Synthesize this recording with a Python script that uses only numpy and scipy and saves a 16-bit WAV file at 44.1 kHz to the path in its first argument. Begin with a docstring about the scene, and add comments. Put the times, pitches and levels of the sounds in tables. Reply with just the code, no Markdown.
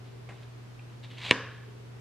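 """Card snapped from a deck

A stiff card scrapes out over its neighbour in a hand-held deck, bends, and snaps free in one sharp click.
The click is one impulse spread by bending waves; the scrape is noise and tiny slips shaped in pitch and level.
Before that, fingers and nails touch the deck softly: short noise pats and ringing ticks.
The table and walls of a small room answer, over a low mains hum, a wavering drone and faint air noise.
Direct card and finger sounds are the same in both ears; the room and the air differ between them."""
import sys
import numpy as np
from scipy import signal
from scipy.fft import rfft, irfft, next_fast_len
from scipy.io import wavfile

SR = 44100
rng = np.random.default_rng(int(sys.argv[2]) if len(sys.argv) > 2 else 0)


def materialize(psi):
    """Save the field psi as 16-bit PCM at rate SR to the path in sys.argv[1].

    A 1-D psi becomes a single channel; in a 2-D psi each row is a channel.
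    """
    bounded = np.clip(np.atleast_2d(psi).T, -1, 1)
    quanta = np.round(bounded * 32767).astype(np.int16)
    wavfile.write(sys.argv[1], SR, quanta)


N = 88376  # length of the scene [samples]

# The snap: the card's edge slips off the deck
SNAP_S, SNAP_DB = 1.3101, 0
# tone of the snap toward the microphone (frequency [Hz], level [dB])
SNAP_COLOUR = [(25, -10.5), (60, 8.5), (120, 15.5), (260, 22), (480, 21), (720, 13), (1080, 18.5),
               (1330, 5), (1800, 23), (2550, 25), (3300, 20.5), (4150, 16.5), (4900, -1), (8700, -8.5),
               (10500, -18), (12000, -26), (15000, -26)]
# tone of the snap as it spreads into the room (frequency [Hz], level [dB])
SNAP_SPREAD = [(40, -5), (130, 6.5), (250, 17.5), (350, 7.5), (480, 13), (720, -2), (1060, 9), (1330, 4.5),
               (1720, 15), (2050, 0.5), (2400, 3.5), (3800, -12), (5000, -6), (7000, -15.5), (11000, -33)]
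BEND_LAG_S = 0.00125  # bending waves arrive this late at 1 kHz; higher ones run faster
# first reflections, table then walls (delay [s], gain [dB], dull above [Hz])
ECHOES = [(.00172, -10, 4400), (.0069, -19.5, 4230), (.0078, -20, 2990), (.0096, -15.5, 3500),
          (0.0118, -27.5, 2480), (.0161, -27, 3000)]
# resonances the snap leaves ringing in the room (frequency [Hz], level [dB], time to fall 60 dB [s])
RINGS = [(245, -32.5, 0.22), (473, -37.5, .42), (980, -30, 0.17), (1090, -46, 0.98), (1530, -56.5, .5),
         (1674, -65, .4), (1810, -47, .5), (2250, -64, 0.38), (2480, -49.5, 0.37), (3960, -64.5, .25)]
RING_WIDTH_HZ = 8  # each resonance is a cluster of close modes

# the card sliding out (time [s], level [dB], ringing pitch of the card [Hz])
SLIDE = [(1.07, -79, 3300), (1.104, -58, 3400), (1.165, -56, 3300), (1.212, -47.5, 2300),
         (1.219, -43.5, 2300), (1.251, -37.5, 3050), (1.275, -38, 3100), (1.305, -36, 2700),
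         (1.312, -22, 2700), (1.313, -89, 2700)]
# tone of card rubbing on card (frequency [Hz], level [dB per Hz])
RUB_COLOUR = [(100, -12.5), (250, -6), (700, -7), (1000, -2.5), (1280, -8), (2100, 2), (3000, -1),
              (3900, 2), (5300, -14), (7700, -18.5), (10500, -30), (15000, -29)]
SLIPS_PER_S, SLIP_SHARE = 900, 0.54  # average rate; share of slips in the power, the rest is smooth noise
CARD_RING_DB, CARD_WIDTH_HZ = -4, 470  # the card's resonance over the friction
# short brushes of card on card (time [s], level [dB], rise [s], fall [s])
BRUSHES = [(.08, -66, .05, 0.056), (.35, -64, 0.032, 0.085), (.43, -61, .008, 0.022),
           (.93, -66.5, 0.029, 0.025), (1.041, -48.5, 0.012, 0.026), (1.112, -51, 0.0066, .02),
           (1.187, -48, 0.02, .014), (1.217, -41.5, .003, .012)]
FLEX_DB, FLEX_RISE_S = -48.5, 0.036  # the card bowing just before it lets go
# tone of the bowing card (frequency [Hz], level [dB per Hz])
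FLEX_COLOUR = [(50, -25), (200, 1), (450, -0.5), (700, -5.5), (1050, 3), (1400, -13), (3000, -35.5)]

# fingers meeting the deck (time [s], level [dB], time to fall 60 dB [s])
TOUCHES = [(0.2892, -41.5, 0.034), (0.2929, -47.5, 0.08), (0.304, -49.5, 0.1), (.319, -51, 0.075),
           (0.423, -50.5, .04)]
# tone of the finger pats (frequency [Hz], level [dB per Hz])
TOUCH_COLOUR = [(80, 1), (250, 1.5), (700, 2.5), (950, -3.5), (1500, -1.5), (2100, -1), (3200, -11),
                (5000, -23.5), (8300, -25), (14000, -44)]
# fingernail ticks (time [s], level [dB])
TICKS = [(0.7919, -42.5), (0.897, -51)]
TICK_HZ, TICK_WIDTH_HZ, TICK_T60_S = 2633, 180, 0.025

# time the room takes to fall 60 dB (frequency [Hz], time [s])
ROOM_T60 = [(100, 0.2), (300, 0.56), (1000, 0.63), (1700, 0.69), (3000, 0.81), (6000, 0.47), (11000, 0.24)]
# the room's left-right difference against its shared part (frequency [Hz], level [dB])
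ROOM_SIDE = [(100, -34), (400, -18.5), (1000, -22), (2400, -15), (4500, -4), (8000, 7.5), (13000, 15)]
ROOM_DELAY_S, ROOM_BUILD_S = 0.0032, 0.001
SNAP_ROOM_DB, HANDLING_ROOM_DB = -0.5, -9.5

# mains hum lines (frequency [Hz], level [dB rms])
HUM = [(120, -46.5), (240, -69)]
# level of the drone (time [s], level [dB])
DRONE_LEVEL = [(.02, -65), (.17, -55), (.38, -61), (.55, -71), (1.45, -66), (1.68, -57), (2, -61)]
DRONE_HZ, DRONE_WIDTH_HZ = 412, 37
# tone of the air noise (frequency [Hz], level [dB per Hz])
AIR_COLOUR = [(20, -33.5), (50, -23), (75, -24), (115, -15.5), (160, -21.5), (300, -23), (410, -24.5),
              (520, -28), (1000, -31), (2000, -35.5), (2800, -38), (5000, -43), (9000, -51.5), (12000, -51),
              (15000, -50.5)]
AIR_DB = -52
# how alike the air noise is left and right (frequency [Hz], likeness [0 to 1])
AIR_ALIKE = [(60, 1), (130, 0.58), (280, 0.046), (600, 0), (10000, 0.005)]

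# the recorder's top end (frequency [Hz], level [dB])
TREBLE = [(9000, 0), (12000, -4), (15000, -11.5)]
TOP_HZ = 15300  # band limit
CEILING, KNEE = 1, 4  # highest peak; a larger knee bends later and harder


def snap():
    """One impulse; bending waves run faster at high pitch, so it becomes a fast falling chirp."""
    blow = amp(SNAP_DB) * signal.unit_impulse(N, round(SNAP_S * SR))

    def bending(hz):
        """Delay each pitch by the travel time of its bending wave."""
        return np.exp(-4j * np.pi * BEND_LAG_S * np.sqrt(1000 * hz))

    def paths(hz):
        """Add delayed, duller copies for the reflections to the direct sound."""
        total = 1
        for delay_s, db, dull_hz in ECHOES:
            dulling = np.sqrt(1 + (hz / dull_hz) ** 6)
            total = total + amp(db) * np.exp(-2j * np.pi * hz * delay_s) / dulling
        return total

    click = filtered(blow, lambda hz: causal(SNAP_COLOUR, hz) * bending(hz) * paths(hz))
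    spread = filtered(blow, lambda hz: causal(SNAP_SPREAD, hz))
    ring = 0
    for hz, db, t60 in RINGS:
        # as for a sine wave: dB is the peak level, rms is lower by sqrt(2)
        tone = narrow(hz, RING_WIDTH_HZ) / np.sqrt(2)
        ring = ring + amp(db) * struck(SNAP_S, t60, attack=0.0044) * tone
    return click + ring + amp(SNAP_ROOM_DB) * room(spread)


def scrape():
    """Tiny slips of card on card: a few brushes, then the pull that swells and bows the card up to the snap."""
    t = clock()
    times, level_db, pitch_hz = np.transpose(SLIDE)

    # friction: random slips and smooth noise, with the card ringing along
    slips = unit(rng.standard_normal(N) * (rng.random(N) < SLIPS_PER_S / SR))
    rough = np.sqrt(SLIP_SHARE) * slips
    smooth = np.sqrt(1 - SLIP_SHARE) * rng.standard_normal(N)
    card_ring = narrow(np.interp(t, times, pitch_hz), CARD_WIDTH_HZ)
    friction = unit(coloured(rough + smooth, RUB_COLOUR) + amp(CARD_RING_DB) * card_ring)

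    # silent outside the listed times
    pull = amp(np.interp(t, times, level_db, left=-np.inf, right=-np.inf))
    brushes = 0
    for start, db, rise, fall in BRUSHES:
        width = np.where(t < start, rise, fall)
        brushes = brushes + amp(db) * np.exp(-2 * ((t - start) / width) ** 2)

    # the bowing grows toward the snap and stops there
    swell = np.exp(-abs(t - SNAP_S) / FLEX_RISE_S) * (t < SNAP_S)
    flex = coloured(rng.standard_normal(N), FLEX_COLOUR) * swell
    return friction * np.hypot(pull, brushes) + amp(FLEX_DB) * flex


def fingers():
    """Soft pats are dying noise bursts; nail ticks are short ringing tones."""
    touch = sum(amp(db) * struck(s, t60, attack=0.00082) for s, db, t60 in TOUCHES)
    pats = coloured(rng.standard_normal(N), TOUCH_COLOUR) * touch
    ticks = 0
    for start, db in TICKS:
        ring = narrow(TICK_HZ, TICK_WIDTH_HZ)
        ticks = ticks + amp(db) * struck(start, TICK_T60_S, attack=0.001) * ring
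    return pats + ticks


def room(x):
    """Many blurred reflections: stereo noise that dies away at its own pace for each pitch."""
    hz, t, z = signal.stft(rng.standard_normal((2, SR)), SR, nperseg=256)
    decay = fade(t, along(ROOM_T60, hz)[:, None])
    tail = signal.istft(z * decay, SR, nperseg=256)[1]
    age = np.maximum(np.arange(tail.shape[1]) / SR - ROOM_DELAY_S, 0)
    tail = tail * (1 - np.exp(-age / ROOM_BUILD_S))
    tail = tail / np.linalg.norm(tail[0])
    mid, side = signal.fftconvolve(x[None], tail, axes=1)[:, :N]
    side = filtered(side, lambda f: amp(along(ROOM_SIDE, f)))
    return np.array([mid + side, mid - side])


def hum():
    """Steady mains hum: pure tones, the same in both ears."""
    total = 0
    for hz, db in HUM:
        tone = np.sin(2 * np.pi * (hz * clock() + rng.random()))
        total = total + amp(db) * np.sqrt(2) * tone  # sqrt(2) brings a sine to rms 1
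    return total


def drone():
    """A faint wavering drone: a narrow band of noise, separate in each ear."""
    level = amp(np.interp(clock(), *np.transpose(DRONE_LEVEL)))
    return level * np.array([narrow(DRONE_HZ, DRONE_WIDTH_HZ) for ear in range(2)])


def air():
    """Air noise, alike in both ears in the deep bass and unlike above."""
    def mid_and_side(hz):
        """Split the noise so that left and right match as much as asked."""
        turn = np.arccos(np.clip(along(AIR_ALIKE, hz), -1, 1)) / 2
        return amp(along(AIR_COLOUR, hz)) * [np.cos(turn), np.sin(turn)]

    mid, side = filtered(rng.standard_normal((2, N)), mid_and_side)
    return amp(AIR_DB) * unit(np.array([mid + side, mid - side]))


def amp(db):
    """Decibels to gain."""
    return 10 ** (np.asarray(db) / 20)


def unit(x):
    """Scale to rms 1."""
    return x / np.sqrt(np.mean(x ** 2) + 1e-20)


def along(points, hz):
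    """Read (frequency, value) points between the rows on a log axis."""
    f, v = np.transpose(points)
    return np.interp(np.log(hz + 1), np.log(f + 1), v)


def clock():
    """The time of every sample [s]."""
    return np.arange(N) / SR


def filtered(x, response):
    """Multiply the spectrum of x by a response of frequency."""
    m = 2 * next_fast_len(N)
    return irfft(rfft(x, m) * response(np.fft.rfftfreq(m, 1 / SR)), m)[..., :N]


def causal(points, hz):
    """A response with this colour that starts at the blow, never before it."""
    # fold the spectrum of the log spectrum forward in time (minimum phase)
    cepstrum = irfft(np.log(amp(along(points, hz))))
    half = len(cepstrum) // 2
    return np.exp(rfft(np.r_[cepstrum[0], 2 * cepstrum[1:half], np.zeros(half)]))


def coloured(x, points):
    """Give x this spectrum, at rms 1."""
    return unit(filtered(x, lambda hz: amp(along(points, hz))))


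def fade(age, t60):
    """Exponential decay by 60 dB in t60 seconds."""
    return np.exp(-np.log(1000) * age / t60)


def struck(start, t60, attack):
    """Loudness of a struck thing: quick rise at start, then decay."""
    age = np.maximum(clock() - start, 0)
    return (1 - np.exp(-age / attack)) * fade(age, t60)


def narrow(hz, width_hz):
    """A fuzzy tone of rms 1, reaching about width_hz either side of a fixed or moving pitch."""
    a, b = filtered(rng.standard_normal((2, N)), lambda f: 1 / np.sqrt(1 + (f / width_hz) ** 4))
    phase = 2 * np.pi * np.cumsum(hz * np.ones(N)) / SR
    return unit(a * np.cos(phase) + b * np.sin(phase))


def scene():
    """Snap and handling in the humming room."""
    handling = scrape() + fingers()
    handling_room = amp(HANDLING_ROOM_DB) * room(handling)
    background = hum() + drone() + air()
    return snap() + handling + handling_room + background


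def record(dry):
    """The recorder rounds off the highest peaks, dulls the treble and cuts steeply at its band limit."""
    rounded = dry / (1 + abs(dry / CEILING) ** KNEE) ** (1 / KNEE)
    return filtered(rounded, lambda hz: amp(along(TREBLE, hz)) / np.sqrt(1 + (hz / TOP_HZ) ** 120))


dry = scene()
out = record(dry)
materialize(out)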